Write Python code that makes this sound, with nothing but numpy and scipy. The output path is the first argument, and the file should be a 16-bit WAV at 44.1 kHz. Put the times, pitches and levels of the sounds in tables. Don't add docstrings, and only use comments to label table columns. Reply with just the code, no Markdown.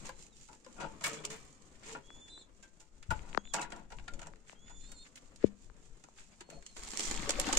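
import sys
import numpy as np
from scipy import signal
from scipy.fft import rfft, irfft, next_fast_len
from scipy.io import wavfile
from scipy.ndimage import map_coordinates

SR = 44100
rng = np.random.default_rng(int(sys.argv[2]) if len(sys.argv) > 2 else 0)


def master_out(mix):
    frames = np.transpose(np.atleast_2d(mix))
    ceiling = np.clip(frames, -1, 1)
    pcm = np.round(ceiling * 32767).astype(np.int16)
    wavfile.write(sys.argv[1], SR, pcm)


N = 334278

# time in seconds, relative level in dB.
RUMBLE_LEVELS = [(0.0, -66), (0.46, -68), (1.12, -69), (1.35, -70.5), (1.83, -72), (2.7, -67), (3.08, -61),
                 (3.21, -52.5), (3.63, -63.5), (4.14, -51.5), (4.5, -68), (4.79, -59.5), (5.05, -72),
                 (5.83, -63), (6.33, -71), (6.93, -61), (7.11, -46), (7.58, -43.5)]
# frequency in Hz, gain in dB.
BUFFET_COLOUR = [(8, 2.5), (22, 1.5), (45, -7), (80, -17.5), (160, -22), (400, -31), (2000, -100)]
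# frequency in Hz, gain in dB.
JOLT_COLOUR = [(10, -8), (35, -6), (70, -8.5), (110, -12), (200, -27.5), (400, -65.5), (2000, -100)]
# time in seconds, peak in dB, corner in Hz (low: soft pad, high: nail).
FINGER_TAPS = [(2.1037, -39, 2010), (2.377, -44, 1710), (3.193, -38.5, 2630), (3.33, -33.5, 2800),
               (3.348, -22.5, 2110), (3.3752, -11, 1620), (3.454, -40, 2930), (3.475, -42, 2980),
               (3.986, -36.5, 2620), (4.336, -42, 1940), (4.496, -35.5, 2460), (4.53, -42, 1100),
               (5.4408, -6.5, 497), (5.699, -44, 1730), (6.086, -45.5, 1200), (6.489, -41.5, 860)]
# frequency as a share of the corner, gain in dB.
TOUCH_COLOUR = [(.02, -26.5), (.12, -8), (.35, -4.5), (.62, 1), (.9, 0.5), (1.15, -7), (1.6, -28.5),
                (3.5, -37), (8, -67), (40, -94)]
# frequency in Hz, gain in dB.
CASING_COLOUR = [(10, -59), (45, -16), (80, -1.5), (140, -6), (240, -1.5), (400, 1), (700, -3),
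                 (1900, -5.5), (3000, 3), (4400, 11), (6000, 5), (8500, 8), (10500, -45), (16000, -67)]
# start in seconds, length in seconds, pitch in Hz, pitch rise in Hz per s, level in dB.
COO_NOTES = [(1.082, 0.13, 453.5, -130, -56), (1.254, 0.097, 420, 350, -52), (1.9, 0.049, 441, 100, -50)]
# time in seconds, pitch in Hz, level in dB.
FAR_PEEP_CURVES = [
    [(0.015, 4020, -78), (0.06, 4020, -74), (0.12, 4040, -80), (0.19, 4075, -73), (0.26, 4075, -79),
     (0.29, 4068, -83), (0.314, 3991, -77), (0.338, 3679, -68), (0.35, 3589, -78)],
    [(6.44, 4279, -74), (6.484, 4331, -70), (6.53, 4300, -66), (6.566, 4277, -63), (6.59, 4308, -67),
     (6.61, 4198, -82)],
    [(6.63, 4259, -73), (6.66, 4312, -67), (6.68, 4332, -68), (6.698, 4273, -61), (6.712, 4190, -67),
     (6.738, 4083, -71)],
]
# time in seconds, pitch in Hz, level in dB, octave level in dB.
NEAR_PEEP_CURVES = [
    [(2.04, 3270, -70, -80), (2.052, 3330, -67, -68), (2.095, 3370, -59.5, -82), (2.15, 3420, -61, -62),
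     (2.23, 3510, -59, -63), (2.287, 3440, -58, -69), (2.305, 3603, -57, -57), (2.33, 3583, -54.5, -73),
     (2.378, 3545, -54, -67), (2.396, 3750, -68, -55), (2.414, 3670, -56, -63), (2.43, 3460, -62, -64),
     (2.45, 3460, -68, -71)],
    [(3.388, 3280, -66, -64), (3.435, 3320, -72, -75), (3.452, 3420, -60, -56), (3.476, 3550, -55.5, -57),
     (3.5, 3480, -64, -62), (3.523, 3310, -55, -63)],
    [(4.56, 3175, -69, -86), (4.605, 3320, -69, -71), (4.675, 3495, -65, -58.5), (4.705, 3460, -66, -57),
     (4.76, 3497, -63, -59.5), (4.8, 3445, -66, -55), (4.82, 3580, -64, -60), (4.85, 3520, -62, -56),
     (4.895, 3730, -67, -63), (4.95, 3740, -71, -65), (4.978, 3570, -70, -54), (5.005, 3655, -63, -67),
     (5.028, 3696, -57, -63), (5.048, 3540, -69, -58)],
]
# start in seconds, length in seconds, gap above the first in Hz
# at HELD_HZ, level in dB, time of its swell in seconds, swell in dB.
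UPPER_VOICES = [(2.3, 0.125, 490, -61, 2.35, 6), (3.47, 0.035, 600, -68, 3.485, 2),
                (4.812, 0.23, 640, -66.5, 4.995, 8.5)]
# time in seconds, relative body level in dB, relative hiss level in dB.
RUSTLE_LEVELS = [(0.0, -59, -57), (0.07, -55.5, -62), (0.15, -72, -65), (0.19, -61.5, -52), (0.3, -70, -66),
                 (0.43, -64.5, -58), (0.46, -74, -65), (0.53, -60, -61.5), (0.6, -70, -66.5),
                 (0.69, -63.5, -67), (0.72, -63, -62.5), (1.0, -61, -66.5), (1.2, -64.5, -75),
                 (1.41, -61, -59), (1.6, -64.5, -64.5), (1.99, -61.5, -68.5), (2.29, -67.5, -65),
                 (2.44, -66.5, -71), (2.84, -72, -72.5), (3.1, -69.5, -69.5), (3.25, -60, -74),
                 (3.57, -70, -66), (3.74, -56.5, -103), (3.93, -71, -67.5), (4.15, -60.5, -68),
                 (4.28, -69.5, -69.5), (4.55, -68.5, -75.5), (4.89, -68, -61.5), (5.15, -66, -66),
                 (5.66, -69.5, -70.5), (5.85, -67.5, -67.5), (5.98, -71, -67.5), (6.35, -68, -63.5),
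                 (6.46, -68, -69), (6.63, -69.5, -64), (6.75, -74, -61)]
# centre in seconds, half length to 1/e in seconds,
# plastic level in dB, hiss level in dB.
CUP_BRUSHES = [(1.756, 0.019, -71.5, -70), (1.844, 0.016, -59, -61), (2.284, 0.0083, -65, -63.5),
               (3.295, 0.0066, -68, -57.5), (4.682, 0.024, -63.5, -74), (4.847, 0.016, -68, -79),
               (5.065, 0.014, -59.5, -70), (5.178, 0.0074, -56, -63), (5.43, 0.026, -58.5, -75),
               (5.47, 0.016, -65, -66.5), (5.856, 0.03, -88, -66.5), (6.334, 0.019, -70, -74)]
# frequency in Hz, gain in dB.
BODY_COLOUR = [(30, 0.5), (110, 3), (190, 7.5), (400, 2), (700, -6), (1100, -7), (2200, -13), (3500, -20),
               (7000, -31.5), (16000, -45.5)]
# frequency in Hz, gain in dB.
HISS_COLOUR = [(500, -32), (2500, -9.5), (4000, -10), (5700, -7), (7200, 0.5), (8300, -7.5), (9200, -13),
               (9800, -22.5), (13000, -32), (16000, -50.5)]
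# frequency in Hz, gain in dB.
CLACK_COLOUR = [(200, -14), (900, -8.5), (1600, 1.5), (2200, 1.5), (2800, -1.5), (3500, -5.5), (5000, -9),
                (9000, -29), (16000, -80)]
# time in seconds, pitch in Hz, level in dB, t60 in seconds.
SINGLE_PINGS = [(0.09, 528, -41, 0.084), (0.092, 1018, -38, 0.051), (0.093, 1642, -36.5, 0.038),
                (0.647, 4970, -45, 0.015), (0.664, 526, -44.5, 0.052), (0.664, 1028, -47.5, 0.067),
                (0.86, 886, -46, 0.27), (1.039, 1665, -36, 0.073), (1.043, 2240, -33, 0.081),
                (1.947, 272, -48, 0.11), (2.633, 1576, -57.5, 0.19), (4.08, 785, -41, 0.022),
                (4.081, 1403, -37.5, 0.067), (6.411, 360, -41.5, 0.044), (6.525, 655, -46, 0.07),
                (6.574, 678, -51.5, 0.11), (6.995, 703, -36.5, 0.03), (7.194, 195, -35.5, 0.063),
                (7.274, 423, -30.5, 0.048), (7.294, 560, -17.5, 0.017), (7.388, 545, -25, 0.032),
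                (7.471, 2760, -38, 0.06), (7.476, 269, -24.5, 0.061), (7.492, 765, -23, 0.029),
                (7.509, 1100, -30, 0.024), (7.535, 858, -26, 0.032), (7.553, 3020, -29, 0.016)]
# start in seconds, end in seconds, level in dB.
WIRE_RATTLES = [(1.04, 1.08, -46.5), (1.082, 1.22, -58.5), (1.299, 1.36, -64), (3.538, 3.65, -48.5),
                (3.72, 3.75, -56), (4.209, 4.289, -63.5)]
# start in seconds, length in seconds, relative mesh level in dB,
# relative frame level in dB, relative scrape level in dB.
DOOR_DRAGS = [(0.06, 0.0075, -49, -65, -50), (0.798, 0.043, -35, -53, -61.5),
              (1.048, 0.03, -50, -51.5, -43.5), (1.1, 0.21, -54, -61, -66), (1.87, 0.051, -48, -65.5, -51),
              (3.127, 0.23, -51, -72.5, -66.5), (3.568, 0.051, -33.5, -58, -57),
              (3.717, 0.088, -50, -70.5, -68), (4.075, 0.23, -63, -66.5, -92),
              (4.481, 0.033, -79, -88, -61), (6.187, 0.0065, -67, -83.5, -58.5),
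              (6.513, 0.019, -52, -60, -64)]
# time in seconds, then relative levels in dB of tick, mesh ring,
# plastic clack and sizzle, then decay scale in seconds.
DOOR_KNOCKS = [(0.091, -44, -39, -42, -49, 0.025), (0.486, -52.5, -52.5, -62, -76, 0.039),
               (0.53, -51, -59, -59, -61, 0.038), (0.646, -47, -75, -57, -85, 0.019),
               (0.663, -52, -55, -54, -78, 0.022), (0.8017, -51.5, -47.5, -48.5, -87, 0.2),
               (1.01, -46, -44, -50, -78, 0.032), (1.039, -32.5, -54, -34.5, -36.5, 0.11),
               (1.059, -45, -52, -60, -46, 0.16), (1.131, -46, -62, -55, -70, 0.28),
               (1.239, -59, -47, -44, -72, 0.033), (1.251, -23, -40, -53, -38, 0.019),
               (1.3007, -45.5, -56.5, -53, -56.5, 0.32), (1.9478, -64, -43.5, -54, -82, 0.09),
               (2.152, -62, -72, -75, -85, 0.022), (2.6265, -55.5, -67.5, -62.5, -75, 0.13),
               (2.8, -55, -69, -71, -70, 0.15), (3.027, -49.5, -78, -51, -80, 0.036),
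               (3.1051, -41, -29.5, -41, -46.5, 0.075), (3.5373, -28.5, -33, -39.5, -41, 0.09),
               (3.564, -39, -43, -41, -66, 0.024), (3.593, -45, -34.5, -51, -74, 0.023),
               (3.613, -35, -42.5, -52, -69, 0.06), (3.631, -45, -56, -48, -70, 0.039),
               (3.704, -47, -49, -58, -80, 0.02), (3.721, -42.5, -34.5, -39.5, -76, 0.021),
               (3.762, -53, -52, -71, -80, 0.041), (3.903, -53, -54, -58, -78, 0.038),
               (3.92, -51, -40, -47.5, -78, 0.039), (3.986, -60, -54, -48, -80, 0.012),
               (3.996, -68, -48, -47.5, -80, 0.015), (4.08, -44, -44, -38.5, -78, 0.021),
               (4.137, -42, -49, -54, -75, 0.019), (4.193, -46, -46, -46, -72, 0.021),
               (4.2162, -44, -43, -49, -72, 0.025), (4.229, -50, -56, -48, -78, 0.025),
               (4.2603, -53, -50, -67, -80, 0.02), (4.27, -43, -48, -57, -72, 0.028),
               (4.358, -56, -75, -57, -85, 0.014), (4.696, -59, -56, -62, -85, 0.093),
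               (4.917, -46, -59, -57, -55, 0.045), (5.1565, -46.5, -73, -56.5, -66, 0.048),
               (5.1775, -53, -76, -62, -52, 0.019), (5.36, -44.5, -85, -74, -72, 0.02),
               (6.039, -49, -49.5, -56, -78, 0.022), (6.407, -41, -54, -45.5, -76, 0.031),
               (6.5008, -46, -59, -50, -50, 0.028), (6.624, -52, -75, -57, -78, 0.029),
               (6.664, -37.5, -81, -57, -64, 0.015)]
# frequency in Hz, width in Hz, gain in dB.
MESH_MODES = [(542, 13, -6), (653.7, 40, -5), (817, 50, -9), (865, 15, 2.5), (935, 177, -4), (974, 24, 2.5),
              (1140, 51, -31), (1300, 37, -13), (1353, 49, -6.5), (1444, 155, -6), (1640, 62, -24.5),
              (1880, 9.1, -32.5), (2510, 47, -14.5), (2840, 79, -19.5)]
# frequency in Hz, width in Hz, gain in dB.
FRAME_MODES = [(150.7, 15, 6), (196, 38, 1.5), (263, 66, -1.5), (317.4, 40, 2.5), (443, 26, 2.5),
               (561, 41, 1.5)]
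# frequency in Hz, width in Hz, gain in dB.
WIRE_MODES = [(4120, 98, -41), (5470, 43, 1), (5640, 58, -24), (5910, 60, -25), (6420, 130, -4),
              (6975, 100, 6), (7700, 61, 1), (7940, 150, -12), (8600, 210, -9)]
# frequency in Hz, gain in dB.
KNOCK_SIZZLE_COLOUR = [(3000, -50), (8000, 2.5), (10000, -4), (12500, -13), (16000, -9)]
# time in seconds, relative patter level in dB, relative hiss level in dB.
POUR_LEVELS = [(6.764, -62, -56), (6.816, -61, -58), (6.938, -59.5, -54), (7.054, -53, -43),
               (7.168, -51.5, -52.5), (7.366, -49.5, -58), (7.484, -47, -52), (7.58, -50, -53)]
# time in seconds, relative levels in dB of tick, cup and sizzle,
# decay scale in seconds.
GRAIN_CLUMPS = [(6.766, -42.5, -43, -75, 0.035), (6.835, -24.5, -63, -52, 0.013),
                (6.85, -40, -64, -60, 0.015), (6.865, -57, -51, -75, 0.032),
                (6.906, -26.5, -62, -50, 0.013), (6.9167, -29, -54, -64, 0.015),
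                (6.9344, -36, -39.5, -68, 0.028), (6.9731, -20.5, -50, -44, 0.019),
                (6.9948, -20, -35, -54, 0.023), (7.005, -27.5, -39, -48, 0.044),
                (7.036, -33, -55, -58, 0.012), (7.056, -40, -52, -54, 0.012), (7.084, -33, -36, -62, 0.016),
                (7.1113, -26.5, -32.5, -62, 0.036), (7.162, -27, -50, -64, 0.022),
                (7.176, -28, -50, -60, 0.014), (7.223, -49, -37, -64, 0.015), (7.249, -42, -52, -58, 0.013),
                (7.2926, -24, -31, -46, 0.066), (7.306, -17, -33, -45, 0.015),
                (7.3987, -13, -30, -28, 0.018), (7.415, -24, -36, -52, 0.017),
                (7.4681, -28.5, -29, -55, 0.017), (7.488, -34, -30, -60, 0.018),
                (7.5274, -19.5, -27, -60, 0.035), (7.5318, -19, -38, -57, 0.016),
                (7.551, -27, -37, -56, 0.039), (7.5714, -19, -30, -37, 0.095)]
# frequency in Hz, gain in dB.
CUP_COLOUR = [(40, -43), (160, -1.5), (270, 7.5), (450, 3), (870, -0.5), (1500, -1), (2800, -5),
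              (4500, -3.5), (9000, -20), (16000, -36)]
# frequency in Hz, gain in dB.
SEED_SIZZLE_COLOUR = [(3000, -32), (8500, 3), (10500, 2), (13000, -6), (16000, -18)]
# frequency in Hz, left-right likeness from 0 to 1.
SIDE_LIKENESS = [(40, 0.85), (200, 0.92), (640, 0.49), (1400, 0.1), (4000, 0), (15000, 0.1)]
# frequency in Hz, t60 in seconds.
LOFT_DECAY = [(150, 0.38), (900, 0.13), (3000, 0.2), (7000, 0.08), (14000, 0.033)]
# frequency in Hz, left minus right in dB.
PORT_BALANCE = [(40, 8), (200, 8), (700, 3), (1300, 6.5), (2400, 3.5), (4400, 0), (5600, -3), (7200, -15),
                (8300, -5.5), (9500, -1), (15000, -1)]

TOP_HZ = 15700
HELD_HZ, UPPER_SWING = 3720, 1.45
UPPER_OCTAVE_DB, FAR_OCTAVE_DB = -11.5, -16
SWELL_HALF_WIDTH_S = 0.03
DRAG_RISE_DB_PER_S, MESH_FALL_DB_PER_S, FRAME_FALL_DB_PER_S = 589, 280, 187
RATTLES_PER_S = 270
ECHO_FIRST_S, ECHO_LAST_S, ECHO_DB, ECHO_FALL_DB_PER_S = 0.0008, 0.016, -10, 900
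CAGE_ROOM_DB, FEED_ROOM_DB, BIRDS_ROOM_DB, TAPS_ROOM_DB = -12.0, -13.5, -11, -37.5


def amp(db):
    return 10 ** (np.asarray(db) / 20)


def unit(x):
    return x / np.sqrt(np.mean(x ** 2) + 1e-20)


def along(points, hz):
    point_hz, values = np.transpose(points)
    return np.interp(np.log(hz + 1e-6), np.log(point_hz), values)


def curves(rows):
    times_s, *columns = np.transpose(rows)
    return [np.interp(np.arange(N) / SR, times_s, column) for column in columns]


def gate(rows, fade_s):
    t = np.arange(N) / SR
    return np.clip(np.minimum(t - rows[0][0], rows[-1][0] - t) / fade_s + 1, 0, 1)


def stroke(start_s, length_s, rise_db_per_s, fall_db_per_s):
    t = np.arange(N) / SR - start_s
    loss_db = np.maximum(-t * rise_db_per_s, (t - length_s) * fall_db_per_s)
    return amp(-np.clip(loss_db, 0, 200))


def wobble(knots_per_s):
    knots = rng.standard_normal(int(N * knots_per_s / SR) + 4)
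    return map_coordinates(knots, [np.arange(N) * knots_per_s / SR], order=2)


def filtered(x, response):
    m = next_fast_len(x.shape[-1] + SR // 4)
    return irfft(rfft(x, m) * response(np.fft.rfftfreq(m, 1 / SR)), m)[..., :x.shape[-1]]


def add(track, s, sound):
    i = max(round(s * SR), 0)
    part = track[..., i:i + sound.shape[-1]]
    part += sound[..., :part.shape[-1]]


def spectrum(points):
    return lambda hz: amp(along(points, hz))


def resonances(modes):
    def response(hz):
        total = 0
        for k, (centre_hz, width_hz, db) in enumerate(modes):
            damping = 1j * hz * width_hz
            total = total + (-1) ** k * amp(db) * damping / (centre_hz ** 2 - hz ** 2 + damping)
        return total
    return response


def radiate(force, colour):
    def response(hz):
        turn = np.arccos(np.clip(along(SIDE_LIKENESS, hz), -1, 1)) / 2
        gain = colour(hz)
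        return gain / np.sqrt(np.mean(abs(gain) ** 2)) * np.array([np.cos(turn), np.sin(turn)])
    mid, side = filtered(force, response)
    return np.array([mid + side, mid - side])


def crackle(rate_per_s, spread_db, t60_s, smooth):
    struck = rng.random(N) < rate_per_s / SR
    sizes = struck * amp(spread_db * np.minimum(rng.exponential(size=N), 4))
    power_decay = amp(-120 * np.arange(SR // 10) / SR / t60_s)
    power = abs(signal.fftconvolve(sizes ** 2, power_decay)[:N])
    share = np.clip(smooth, 0, 1)
    return np.sqrt(share + (1 - share) * power / power.mean()) * rng.standard_normal((2, N))


def blows(times_s, levels_db, lives_s, rise_s, chatter_db, lead_db=-16, lead_s=0.0021):
    before = SR // 40
    force, t = np.zeros(N), np.arange(-before, SR // 3) / SR
    after = np.maximum(t, 0)
    lead = amp(lead_db) * np.exp(-abs(t) / lead_s)
    for s, db, t60_s in zip(times_s, levels_db, lives_s):
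        burst = amp(-60 * after / max(t60_s, .005)) * (1 - np.exp(-after / rise_s))
        add(force, s - before / SR, amp(db) * (lead + burst))
    return force * unit(amp(chatter_db * wobble(500)) * rng.standard_normal((2, N)))


def seeds(start_s, end_s, count, centre_hz, scatter, cycles, spread_db):
    bounces, t = np.zeros((2, N)), np.arange(SR // 8) / SR
    for s, (pitch, size, skew) in zip(rng.uniform(start_s, end_s, count), rng.standard_normal((count, 3))):
        hz = np.clip(centre_hz * np.exp(scatter * pitch), 240, 4000)
        fade = amp(spread_db * np.clip(size, -2, 2) - 60 * t * hz / cycles) * np.sqrt(hz)
        ring = np.sin(2 * np.pi * hz * t + np.array([[0], [skew]]))
        add(bounces, s, fade * ring * (1 - np.exp(-t * hz)))
    return unit(bounces) * np.sqrt(abs(end_s - start_s) * SR / N)


def clicks(rate_per_s, spread_db):
    hits = rng.random(N) < rate_per_s / SR
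    sizes = amp(spread_db * np.clip(rng.standard_normal(N), -2, 2))
    return unit(hits * sizes * rng.standard_normal((2, N)))


def whistle(pitch_hz, level_db, octave_db, waver, flutter_db):
    phase = 2 * np.pi * np.cumsum(pitch_hz * (1 + waver * wobble(130))) / SR
    tone = amp(level_db) * np.sin(phase) + amp(octave_db) * np.sin(2 * phase)
    return amp(flutter_db * wobble(90)) * tone


def handling(jolt_s=3.092, jolt_db=-29, jolt_t60_s=0.32):
    level_db, = curves(RUMBLE_LEVELS)
    sway = amp(level_db + 7.5 + 4.4 * wobble(12)) * rng.standard_normal((2, N))
    shudder = blows([jolt_s], [jolt_db], [jolt_t60_s], rise_s=0.0011, chatter_db=7.0)
    jolt = radiate(shudder, spectrum(JOLT_COLOUR))
    return radiate(sway, spectrum(BUFFET_COLOUR)) + jolt * amp([[0], [-18]])


def fingers(lag_cycles=1.6, slowest_hz=50, ring_hz=203, ring_width_hz=7, ring_db=-5, leak_db=-31):
    taps, hz = np.zeros(N), np.fft.rfftfreq(SR // 2, 1 / SR) + 1
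    before = SR // 20
    bending = np.exp(-2j * np.pi * lag_cycles * np.log(hz + slowest_hz))
    ring = resonances([(ring_hz, ring_width_hz, ring_db)])(hz)
    casing = bending * spectrum(CASING_COLOUR)(hz) * (0.5 + ring)
    for s, peak_db, corner_hz in FINGER_TAPS:
        touch = amp(along(TOUCH_COLOUR, hz / corner_hz))
        chirp = np.roll(irfft(touch * casing), before)
        add(taps, s - before / SR, amp(peak_db) * chirp / abs(chirp).max())
    return np.array([taps, amp(leak_db) * taps])


def coo(rough=0.03):
    t, voice = np.arange(N) / SR, np.zeros(N)
    for start_s, length_s, hz, rise_hz_per_s, db in COO_NOTES:
        bent_hz = hz + rise_hz_per_s * np.clip(t - start_s, 0, length_s)
        pitch_hz = bent_hz * (1 + rough * wobble(70.1))
        level = stroke(start_s, length_s, 560, 800) * amp(db + 2.6 * wobble(35.15))
        voice += level * np.sin(2 * np.pi * np.cumsum(pitch_hz) / SR)
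    return voice


def far_squab():
    voice = np.zeros(N)
    for rows in FAR_PEEP_CURVES:
        pitch_hz, level_db = curves(rows)
        peep = whistle(pitch_hz, level_db, level_db + FAR_OCTAVE_DB, waver=0.004, flutter_db=1.2)
        voice += gate(rows, 0.008) * peep
    return voice


def squabs():
    t, voice = np.arange(N) / SR, np.zeros(N)
    for rows, (start_s, length_s, gap_hz, db, swell_s, swell_db) in zip(NEAR_PEEP_CURVES, UPPER_VOICES):
        pitch_hz, level_db, octave_db = curves(rows)
        upper_db = db + swell_db / (1 + ((t - swell_s) / SWELL_HALF_WIDTH_S) ** 4)
        upper_hz = HELD_HZ + gap_hz + UPPER_SWING * (pitch_hz - HELD_HZ)
        lower = whistle(pitch_hz, level_db, octave_db, waver=0.004, flutter_db=1.5)
        upper = whistle(upper_hz, upper_db, upper_db + UPPER_OCTAVE_DB, waver=0.005, flutter_db=1.5)
        voice += gate(rows, 0.011) * lower + stroke(start_s, length_s, 1800, 1500) * upper
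    return voice


def rustle():
    t = np.arange(N) / SR
    body_db, hiss_db = curves(RUSTLE_LEVELS)
    stirs = crackle(rate_per_s=260, spread_db=1.5, t60_s=0.057, smooth=0.4) * amp(1.5 * wobble(22))
    specks = crackle(rate_per_s=260, spread_db=3, t60_s=0.03, smooth=0.45) * amp(2 * wobble(22))
    plastic, brush_hiss = np.zeros((2, N))
    for s, half_length_s, plastic_db, brush_db in CUP_BRUSHES:
        swell = np.exp(-np.minimum(((t - s) / half_length_s) ** 2, 20))
        plastic += amp(plastic_db) * swell
        brush_hiss += amp(brush_db) * swell
    grit = crackle(rate_per_s=670, spread_db=3.5, t60_s=0.012, smooth=0.4)
    treble = radiate(amp(hiss_db - 3.0) * specks + brush_hiss * grit, spectrum(HISS_COLOUR))
    body = radiate(amp(body_db + 1.5) * stirs, spectrum(BODY_COLOUR))
    return treble + body + radiate(plastic * grit, spectrum(CLACK_COLOUR))


def rattles():
    chatter = np.zeros((2, N))
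    for start_s, end_s, db in WIRE_RATTLES:
        count = 1 + int(abs(end_s - start_s) * RATTLES_PER_S)
        chatter += amp(db) * seeds(start_s, end_s, count, centre_hz=1500, scatter=0.42, cycles=50, spread_db=3.5)
    return chatter


def pings(rise_s=0.0019):
    ring, t = np.zeros(N), np.arange(SR // 3) / SR
    for s, hz, db, t60_s in SINGLE_PINGS:
        envelope = amp(db - 60 * t / t60_s) * (1 - np.exp(-t / rise_s))
        add(ring, s, envelope * np.sin(2 * np.pi * hz * t))
    return ring


def door():
    mesh, frame, scrape = np.zeros((3, N))
    for start_s, length_s, mesh_db, frame_db, scrape_db in DOOR_DRAGS:
        push = stroke(start_s, length_s, DRAG_RISE_DB_PER_S, MESH_FALL_DB_PER_S)
        mesh += amp(mesh_db - 10.5) * push
        scrape += amp(scrape_db) * push
        frame += amp(frame_db + 4.5) * stroke(start_s, length_s, DRAG_RISE_DB_PER_S, FRAME_FALL_DB_PER_S)
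    slips = crackle(rate_per_s=140, spread_db=-3.5, t60_s=0.011, smooth=0.35)
    scratch = scrape * crackle(rate_per_s=1000, spread_db=5.0, t60_s=0.028, smooth=0.14)

    s, tick_db, ring_db, clack_db, sizzle_db, life_s = np.transpose(DOOR_KNOCKS)
    mesh_blows = blows(s, ring_db + 6.0, life_s * 0.73, rise_s=0.0019, chatter_db=4.0)
    frame_blows = blows(s, ring_db - 8.5, life_s * 1.22, rise_s=0.00089, chatter_db=3.0)
    clack_blows = blows(s, clack_db + 3, life_s * 1.23, rise_s=0.0028, chatter_db=-0.5)
    tick_blows = blows(s, tick_db - 1.0, life_s * 0.86, rise_s=0.0005, chatter_db=2)
    zing_blows = blows(s, tick_db, life_s * 0.19, rise_s=0.0013, chatter_db=-6.5)
    sizzle_blows = blows(s, sizzle_db, life_s, rise_s=0.0015, chatter_db=8.5)

    ring = radiate(mesh * slips + mesh_blows, resonances(MESH_MODES))
    hum = radiate(frame * slips + frame_blows, resonances(FRAME_MODES))
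    clack = radiate(amp(-3.0) * scrape * slips + clack_blows, spectrum(CLACK_COLOUR))
    tick = radiate(scratch + tick_blows, spectrum(HISS_COLOUR))
    zing = radiate(zing_blows, resonances(WIRE_MODES))
    sizzle = radiate(amp(-45) * scratch + sizzle_blows, spectrum(KNOCK_SIZZLE_COLOUR))
    return ring + hum + clack + tick + zing + sizzle


def grain():
    body_db, hiss_db = curves(POUR_LEVELS)
    flow, span = gate(POUR_LEVELS, 0.0046), (POUR_LEVELS[0][0], POUR_LEVELS[-1][0])
    sliding = crackle(rate_per_s=570, spread_db=4.5, t60_s=0.005, smooth=0.36)
    pattering = crackle(rate_per_s=390, spread_db=1.0, t60_s=0.043, smooth=0.29)
    bouncing = seeds(*span, count=170, centre_hz=993, scatter=0.61, cycles=27, spread_db=2.5)
    rattling = seeds(*span, count=120, centre_hz=2000, scatter=0.5, cycles=8, spread_db=5)
    slide = flow * amp(hiss_db + 4.0) * sliding
    husks = flow * amp(hiss_db - 2.5) * clicks(rate_per_s=420, spread_db=-1.5)
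    patter = flow * amp(body_db + 3.5) * pattering
    kernels = flow * amp(body_db - 11) * clicks(rate_per_s=260, spread_db=3.0)
    bounces = flow * amp(body_db - 3.0) * bouncing
    rattle = flow * amp(body_db - 2.5) * rattling

    s, tick_db, cup_db, sizzle_db, life_s = np.transpose(GRAIN_CLUMPS)
    ticks = blows(s, tick_db, life_s * 0.42, rise_s=0.0004, chatter_db=3, lead_db=-22)
    thuds = blows(s, cup_db - 3.5, life_s * 1.75, rise_s=0.00078, chatter_db=1.5, lead_db=-22)
    clacks = blows(s, cup_db - 7, life_s * 0.7, rise_s=0.0005, chatter_db=4, lead_db=-22)
    fizz = blows(s, sizzle_db, life_s * 0.48, rise_s=0.00022, chatter_db=-5, lead_db=-8)

    hiss = radiate(slide + husks + ticks, spectrum(HISS_COLOUR))
    plastic = radiate(kernels + clacks, spectrum(CLACK_COLOUR))
    sizzle = radiate(fizz, spectrum(SEED_SIZZLE_COLOUR))
    cup = radiate(patter + thuds, spectrum(CUP_COLOUR))
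    return hiss + plastic + sizzle + cup + bounces + rattle


def loft(x):
    hz, t, z = signal.stft(rng.standard_normal((2, SR // 2)), SR, nperseg=256)
    decay = amp(-60 * t / along(LOFT_DECAY, hz)[:, None])
    tail = signal.istft(z * decay, SR, nperseg=256)[1]
    tail = np.pad(tail, ((0, 0), (SR // 200, 0)))
    return signal.fftconvolve(x, tail / np.linalg.norm(tail[0]), axes=1)[:, :N]


def walls(x, count=9, size=32768):
    heard = np.zeros((2, N + size))
    padded, fade = np.pad(x, ((0, 0), (size // 2, size))), signal.get_window("hann", size)
    for i in range(0, N + size // 2, size // 2):
        part = padded[:, i:i + size] * fade
        add(heard, i / SR, part)
        for pair in rng.uniform(ECHO_FIRST_S, ECHO_LAST_S, (count, 2)):
            for side, delay_s in enumerate(pair):
                echo = amp(ECHO_DB - ECHO_FALL_DB_PER_S * delay_s) * part[side]
                add(heard[side], i / SR + delay_s, echo)
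    return heard[:, size // 2:size // 2 + N]


def ports(x):
    def response(hz):
        ratio = amp(along(PORT_BALANCE, hz))
        return np.array([ratio, np.ones_like(ratio)]) * np.sqrt(2 / (1 + ratio ** 2))
    return filtered(x, response)


def scene():
    cage = door() + pings() + rattles()
    feed = grain()
    birds = squabs() + far_squab() + coo()
    taps = fingers()
    room_feed = amp(CAGE_ROOM_DB) * cage + amp(FEED_ROOM_DB) * feed
    room = loft(room_feed + amp(BIRDS_ROOM_DB) * birds + amp(TAPS_ROOM_DB) * taps)
    return ports(walls(cage + feed + rustle()) + birds + room + handling()) + taps


def record(dry):
    return filtered(dry, lambda hz: 1 / (1 + (hz / TOP_HZ) ** 80))


dry = scene()
out = record(dry)
master_out(out)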